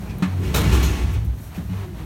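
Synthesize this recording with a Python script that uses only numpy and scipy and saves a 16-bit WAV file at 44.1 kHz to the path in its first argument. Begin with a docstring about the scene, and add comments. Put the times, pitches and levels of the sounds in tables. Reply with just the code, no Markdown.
"""Someone walks through the gangway of a train, whose carriage rumbles and drones throughout.
First a nylon jacket swishes, a step thumps on a floor plate and the flexing gangway creaks.
At 0.54 s a sliding metal door clashes against its frame: the frame rings and the panel booms.
The door rebounds, latches at 0.83 s and rattles out by 1.4 s.
Near 1.6 s two more steps follow, with further swishes and creaks."""
import sys
import numpy as np
from scipy.fft import rfft, irfft, next_fast_len
from scipy.io import wavfile
from scipy.ndimage import map_coordinates

SR = 44100
rng = np.random.default_rng(int(sys.argv[2]) if len(sys.argv) > 2 else 0)


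def to_wav(sig):
    """Store sig (one row per channel, or 1-D mono) as 16-bit WAV at the path in sys.argv[1].

    Samples outside -1..1 are clipped; the rate is SR.
    """
    pcm = np.clip(np.atleast_2d(sig), -1, 1) * 32767
    pcm = np.round(pcm).astype(np.int16)
    wavfile.write(sys.argv[1], SR, pcm.T)  # frames by channels


N = 90404

# Envelopes of the carriage's rumble, low mids and running noise (time [s], relative level [dB])
RUMBLE_ENVELOPE = [(0, -32.5), (.16, -28), (.21, -45), (.36, -43), (.48, -25.5), (.54, -28.5), (.6, -19),
                   (.77, -17.5), (.9, -19), (.95, -23), (1.02, -19.5), (1.12, -21), (1.25, -23),
                   (1.36, -27), (1.52, -36), (1.62, -27.5), (1.8, -33), (2.05, -31)]
LOW_MID_ENVELOPE = [(0, -33), (.3, -31.5), (.45, -29), (.53, -27.5), (.6, -22), (1.0, -32), (1.25, -35.5),
                    (1.54, -43.5), (1.61, -32.5), (1.68, -39), (1.9, -39), (2.02, -35)]
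RUNNING_ENVELOPE = [(0, -47), (.11, -45.5), (.18, -48), (.3, -43.5), (.5, -41), (1.2, -48), (1.35, -52),
                    (1.48, -49.5), (1.57, -43.5), (1.66, -50), (1.81, -40), (1.92, -51), (2.0, -43.5),
                    (2.05, -49.5)]
# Spectra of the same three noises (frequency [Hz], relative level [dB])
RUMBLE_SPECTRUM = [(20, -50), (30, -21), (42, -8), (62, 4), (80, -3.5), (108, -1.5), (130, -17.5),
                   (250, -25.5), (600, -71)]
LOW_MID_SPECTRUM = [(70, -50), (130, 5), (185, 2.5), (240, -7), (380, -12), (520, -19.5), (1000, -40)]
RUNNING_SPECTRUM = [(260, -16), (450, -1.5), (517, -10.5), (578, -0.5), (771, 0), (1040, -2.5),
                    (1120, -4.5), (2210, -9), (4690, -17.5), (9000, -29), (11700, -60), (19800, -120)]
# Swells of the carriage drone (time [s], duration [s], fundamental [Hz], level [dB])
DRONE_SWELLS = [(0.255, 0.273, 92, -23), (1.682, 0.22, 96, -27.5)]
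# Partials of the drone (harmonic number [-], relative level [dB])
DRONE_HARMONICS = [(1, 1.5), (2, -17)]
# Gangway creaks (time [s], duration [s], start pitch [Hz], end pitch [Hz], level [dB], jitter [ratio])
GANGWAY_CREAKS = [(0.054, 0.11, 2480, 2450, -49.5, 0.037), (0.397, 0.12, 400, 360, -31, 0.075),
                  (0.385, 0.062, 266, 283, -34.5, .04), (1.732, 0.048, 425, 440, -44, .05),
                  (1.777, 0.18, 396.4, 346.5, -39, 0.056), (1.97, 0.086, 319, 325, -40.5, 0.045)]

# Strokes of the jacket and of soles on the floor (centre time [s], width [s], level [dB])
JACKET_SWISHES = [(.02, 0.057, -53), (.3, .05, -60), (.47, 0.058, -51), (1.135, .012, -45),
                  (1.26, .014, -49.5), (1.439, 0.06, -46.5), (1.566, 0.025, -46.5), (1.64, 0.053, -53),
                  (1.78, 0.098, -51), (2.0, 0.044, -52.5)]
SOLE_SCRAPES = [(.105, 0.0097, -44), (1.558, 0.01, -45.5), (1.74, 0.044, -53.5)]
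# Small bright ticks of the jacket (time [s], level [dB])
JACKET_TICKS = [(.184, -38), (1.249, -43)]
# Spectra of ticks, rubbing nylon, brushing soles and landing shoes (frequency [Hz], relative level [dB])
TICK_SPECTRUM = [(5000, -41), (9000, -12), (13000, 3), (16000, -8)]
NYLON_SPECTRUM = [(1760, -42), (3000, -11.5), (4310, -7), (5020, -8), (5690, -5.5), (9580, -4.5),
                  (10300, -4.5), (12000, -2), (15800, -3)]
SCRAPE_SPECTRUM = [(700, -24), (1600, -7.5), (2500, 3), (3500, -10.5), (5000, -6), (12000, -24)]
SCUFF_SPECTRUM = [(240, -8), (400, -17), (520, -7.5), (750, -4), (1000, -1.5), (1170, 2.5), (1400, -7),
                  (1750, -4.5), (2500, -8), (2850, -8), (3400, -12.5), (3800, -9), (4900, -19.5),
                  (6100, -20), (15000, -33)]
# Footfalls (time [s], thump level [dB], scuff level [dB], thump rise [s])
FOOTFALLS = [(.222, -9, -27.5, 0.0039), (1.577, -22, -47, .002), (1.695, -14, -49, 0.022)]

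# Modes of floor plate, latch, door frame and door panel (frequency [Hz], relative level [dB], T60 [s])
PLATE_MODES = [(183.8, 2, 0.18), (204, -4, 0.061), (279, -6, .1)]
LATCH_MODES = [(2680, -5, 0.46), (4320, 1, .35), (5835, -4, 0.39), (6000, -7, 0.49), (6230, 1, 0.4),
               (6650, -3, 0.36), (6900, -2, 0.33), (11600, -5, 0.27)]
FRAME_MODES = [(441, 7, 0.53), (583, 2.5, .5), (857, 2, 0.47), (1044, -3, 1), (1330, 3, 0.42),
               (1709, -15, 1.0), (2190, -6.5, .8), (2510, -5, .7), (3143, 1, 0.52), (3170, -5, 0.34),
               (3618, -4, .35), (4050, 6.5, 0.28), (5000, -6, .28), (11822, -10, .18), (12700, -4, .18)]
PANEL_MODES = [(64.35, 6, 1.8), (94, -1, 0.65), (107.8, -10.5, 3.1), (157.8, -7.5, 0.55),
               (210, -10.5, 0.44), (293.1, -11.5, 1.32), (361, -15.5, 0.97)]
# Envelope of the door rollers' rattle (time [s], level [dB])
ROLLER_ENVELOPE = [(.38, -67), (.44, -37.5), (.53, -38.5), (.62, -29.5), (.8, -28), (.92, -31.5),
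                   (1.0, -33), (1.08, -39), (1.16, -39), (1.24, -53), (1.4, -68)]
# Spectra of roller rattle, latch rattle and door clatter (frequency [Hz], relative level [dB])
ROLLER_SPECTRUM = [(130, -18), (280, -1), (400, -6.5), (620, -14), (900, -8), (1400, -13), (1900, -14.5),
                   (2600, -12), (4000, -18.5), (6500, -22.5), (9000, -27), (15800, -32.5)]
LATCH_SPECTRUM = [(1500, -25), (2600, -0.5), (3300, -8), (4200, -3), (5000, -15), (6400, 0), (6800, -3),
                  (7300, -12), (9000, -12), (10500, -18), (11700, -7), (15800, -21)]
CLATTER_SPECTRUM = [(180, -30), (300, 9.5), (391, -6), (462, 0.5), (676, -11.5), (1170, -7), (2160, -18),
                    (2390, -15.5), (3440, -18), (3920, -16.5), (4710, -20), (7010, -20), (10400, -27),
                    (12900, -22.5), (15800, -27.5)]
# Blows of the door on its frame (time [s], clatter level [dB], rise [s], hold [s], T60 at 2 kHz [s],
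# treble tilt [dB/octave], panel level [dB], frame level [dB])
DOOR_BLOWS = [(.539, -21, 0.0056, 0.038, 0.26, 2, -23.5, -34.5),
              (0.711, -26, 0.018, 0.022, 0.25, 1, -17.5, -45),
              (0.827, -30.5, 0.0025, 0.014, 0.16, 4.5, -25.5, -58)]
# Treble response of the microphone (frequency [Hz], gain [dB])
MICROPHONE_RESPONSE = [(3900, 0), (4400, -0.5), (4900, -4.5), (5600, 0), (6700, -0.5), (7300, -2.5),
                       (9500, -1), (10400, -4.5), (11600, -1), (14000, -2.5), (15500, -4)]


def amp(db):
    """Amplitude grows tenfold for every 20 dB."""
    return 10 ** (np.asarray(db) / 20)


def along(points, hz):
    """Interpolation of (frequency, value) points on a logarithmic frequency axis."""
    frequencies, values = np.transpose(points)
    return np.interp(np.log(hz + 1), np.log(frequencies + 1), values)


def since(onset):
    """Causal time: seconds since the onset, zero before it."""
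    return np.maximum(np.arange(N) / SR - onset, 0)


def envelope(points):
    """Gain per sample by linear interpolation of (time, level) points in decibels."""
    return amp(np.interp(since(0), *np.transpose(points)))


def decay(t, t60):
    """Exponential damping: the level falls 60 dB in t60 seconds."""
    return np.exp(-np.log(1000) * t / t60)


def wobble(rate_hz):
    """Random modulation: a smooth curve through rate_hz Gaussian values a second."""
    return map_coordinates(rng.standard_normal(2000), [since(0) * rate_hz + 2], order=2)


def strokes(rows):
    """Incoherent addition: bell-shaped strokes sum in power to give one gain curve."""
    return np.sqrt(sum(amp(db) ** 2 * np.exp(-((since(0) - centre) / width) ** 2)
                       for centre, width, db in rows))


def filtered(x, response):
    """Linear filtering multiplies the spectrum by a frequency response."""
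    size = next_fast_len(N + SR // 2)
    return irfft(rfft(x, size) * response(np.fft.rfftfreq(size, 1 / SR)), size)[:N]


def noise(spectrum, response=np.ones_like):
    """Spectral shaping: white noise takes on a spectrum and a response, then is scaled to rms 1."""
    shaped = filtered(rng.standard_normal(N), lambda hz: amp(along(spectrum, hz)) * response(hz))
    return shaped / np.sqrt(np.mean(shaped ** 2) + 1e-20)


def sheet_ripple(hz, depth_db=2.5, spacing_hz=69.97):
    """Modal overlap: the dense small resonances of sheet metal ripple its response at random."""
    return amp(depth_db * map_coordinates(rng.standard_normal(2000), [hz / spacing_hz], order=2))


def damped_octaves(x, t, t60, exponent=0.16):
    """Frequency-dependent damping: t60 holds at 2 kHz, and higher octaves die sooner by a power law."""
    centres = 125 * 2. ** np.arange(8)
    out = np.zeros(N)
    for centre, weights in zip(centres, np.eye(len(centres))):
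        band = filtered(x, lambda hz: along(np.c_[centres, weights], hz))
        out += band * decay(t, t60 * (2000 / centre) ** exponent)
    return out


def ring(modes, t, rise_s, shimmer_rad=0):
    """Modal superposition: damped sinusoids swell together; loose contact makes their phases shimmer."""
    out = np.zeros(N)
    for hz, db, t60 in modes:
        shimmer = shimmer_rad * wobble(50.1) if shimmer_rad else 0
        out += amp(db) * decay(t, t60) * np.sin(2 * np.pi * hz * t + shimmer)
    return (1 - np.exp(-t / rise_s)) * out


def carriage_noise():
    """Amplitude-modulated noise: the carriage's rumble, hollow low mids and running noise rise and fall."""
    rumble = amp(-1) * envelope(RUMBLE_ENVELOPE) * noise(RUMBLE_SPECTRUM)
    low_mids = envelope(LOW_MID_ENVELOPE) * noise(LOW_MID_SPECTRUM)
    running = envelope(RUNNING_ENVELOPE) * noise(RUNNING_SPECTRUM) * amp(1.3 * wobble(59.9))
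    return rumble + low_mids + running


def carriage_drone():
    """Nearly periodic vibration: two harmonics of a wavering fundamental swell twice."""
    out = np.zeros(N)
    for onset, duration, hz, db in DRONE_SWELLS:
        progress = np.minimum(since(onset) / duration, 1)
        swell = np.sqrt(np.abs(np.sin(np.pi * progress)))
        phase = 2 * np.pi * np.cumsum(hz * (1 + .015 * wobble(18))) / SR
        tone = sum(amp(partial_db + 2 * wobble(14.66)) * np.sin(harmonic * phase)
                   for harmonic, partial_db in DRONE_HARMONICS)
        out += amp(db) * swell * tone
    return out


def gangway_creaks():
    """Frequency modulation: the flexing gangway gives short gliding tones, roughened by pitch jitter."""
    out = np.zeros(N)
    for onset, duration, start_hz, end_hz, db, jitter in GANGWAY_CREAKS:
        progress = np.minimum(since(onset) / duration, 1)
        glide = start_hz + (end_hz - start_hz) * progress
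        hz = glide * (1 + jitter * wobble(300))
        swell = np.sqrt(4 * progress * (1 - progress))
        out += amp(db) * swell * np.sin(2 * np.pi * np.cumsum(hz) / SR)
    return out


def jacket():
    """Friction noise: nylon swishes with each stride, with a few ticks, over a faint hiss."""
    hiss_gain = amp(-59.5)
    swish_gain = np.hypot(hiss_gain, strokes(JACKET_SWISHES))
    swishes = swish_gain * noise(NYLON_SPECTRUM) * amp(.8 * wobble(200))
    tick_gain = sum(amp(db) * (since(onset) > 0) * decay(since(onset), t60=0.031)
                    for onset, db in JACKET_TICKS)
    return swishes + tick_gain * noise(TICK_SPECTRUM)


def footsteps():
    """Impact and friction: shoes excite the floor plate's modes and scuff it; soles brush the floor."""
    out = strokes(SOLE_SCRAPES) * noise(SCRAPE_SPECTRUM, sheet_ripple)
    for onset, thump_db, scuff_db, rise_s in FOOTFALLS:
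        t = since(onset)
        out += amp(thump_db) * ring(PLATE_MODES, t, rise_s)
        scuff = damped_octaves(noise(SCUFF_SPECTRUM, sheet_ripple), since(onset + 0.0077), t60=0.23)
        attack = np.minimum(t / 0.0025, 1)
        out += amp(scuff_db) * attack * scuff
    return out


def door_rollers():
    """Rolling noise: the rollers rattle as the door runs, coloured by the sheet metal's resonances."""
    return envelope(ROLLER_ENVELOPE) * noise(ROLLER_SPECTRUM, sheet_ripple) * amp(0.83 * wobble(110))


def door_latch(onset=.83):
    """Free vibration: the latch snaps in, rings in its modes and rattles out."""
    t = since(onset)
    rattle = (t > 0) * decay(t, t60=0.45) * noise(LATCH_SPECTRUM, sheet_ripple)
    ringing = ring(LATCH_MODES, t, rise_s=.003, shimmer_rad=1.0)
    return amp(-40.5) * ringing + amp(-31) * rattle


def door_clatter(tilt_db, tilt_corner_hz=1500, low_cut_hz=260):
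    """Dense resonances merge into noise: a fluttering clatter with its treble raised and its bass cut."""
    def response(hz):
        tilt = amp(tilt_db * np.log2(1 + hz / tilt_corner_hz))
        high_pass = hz ** 2 / (hz ** 2 + low_cut_hz ** 2)
        return sheet_ripple(hz) * tilt * high_pass
    return noise(CLATTER_SPECTRUM, response) * amp(1.7 * wobble(250))


def door_blows():
    """Impact excitation: each blow clatters, booms the panel's low modes and rings the frame."""
    out = np.zeros(N)
    for onset, clatter_db, rise_s, hold_s, t60, tilt_db, panel_db, frame_db in DOOR_BLOWS:
        t = since(onset)
        attack = np.minimum(t / rise_s, 1)
        clatter = attack * damped_octaves(door_clatter(tilt_db), since(onset + rise_s + hold_s), t60)
        panel = ring(PANEL_MODES, t, rise_s=0.0076)
        frame = ring(FRAME_MODES, t, rise_s=0.013, shimmer_rad=0.68)
        out += amp(clatter_db) * clatter + amp(panel_db) * panel + amp(frame_db) * frame
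    return out


def scene():
    """Superposition: the pressures of all sources add at one microphone."""
    door = door_rollers() + door_blows() + door_latch()
    return (door + footsteps() + carriage_noise() + carriage_drone() + gangway_creaks() + jacket())[None]


def record(dry):
    """Band limiting: the microphone colours the treble and passes nothing above its cutoff."""
    cutoff_hz = 15950
    return filtered(dry[0], lambda hz: amp(along(MICROPHONE_RESPONSE, hz)) * (hz < cutoff_hz))[None]


dry = scene()
out = record(dry)
to_wav(out)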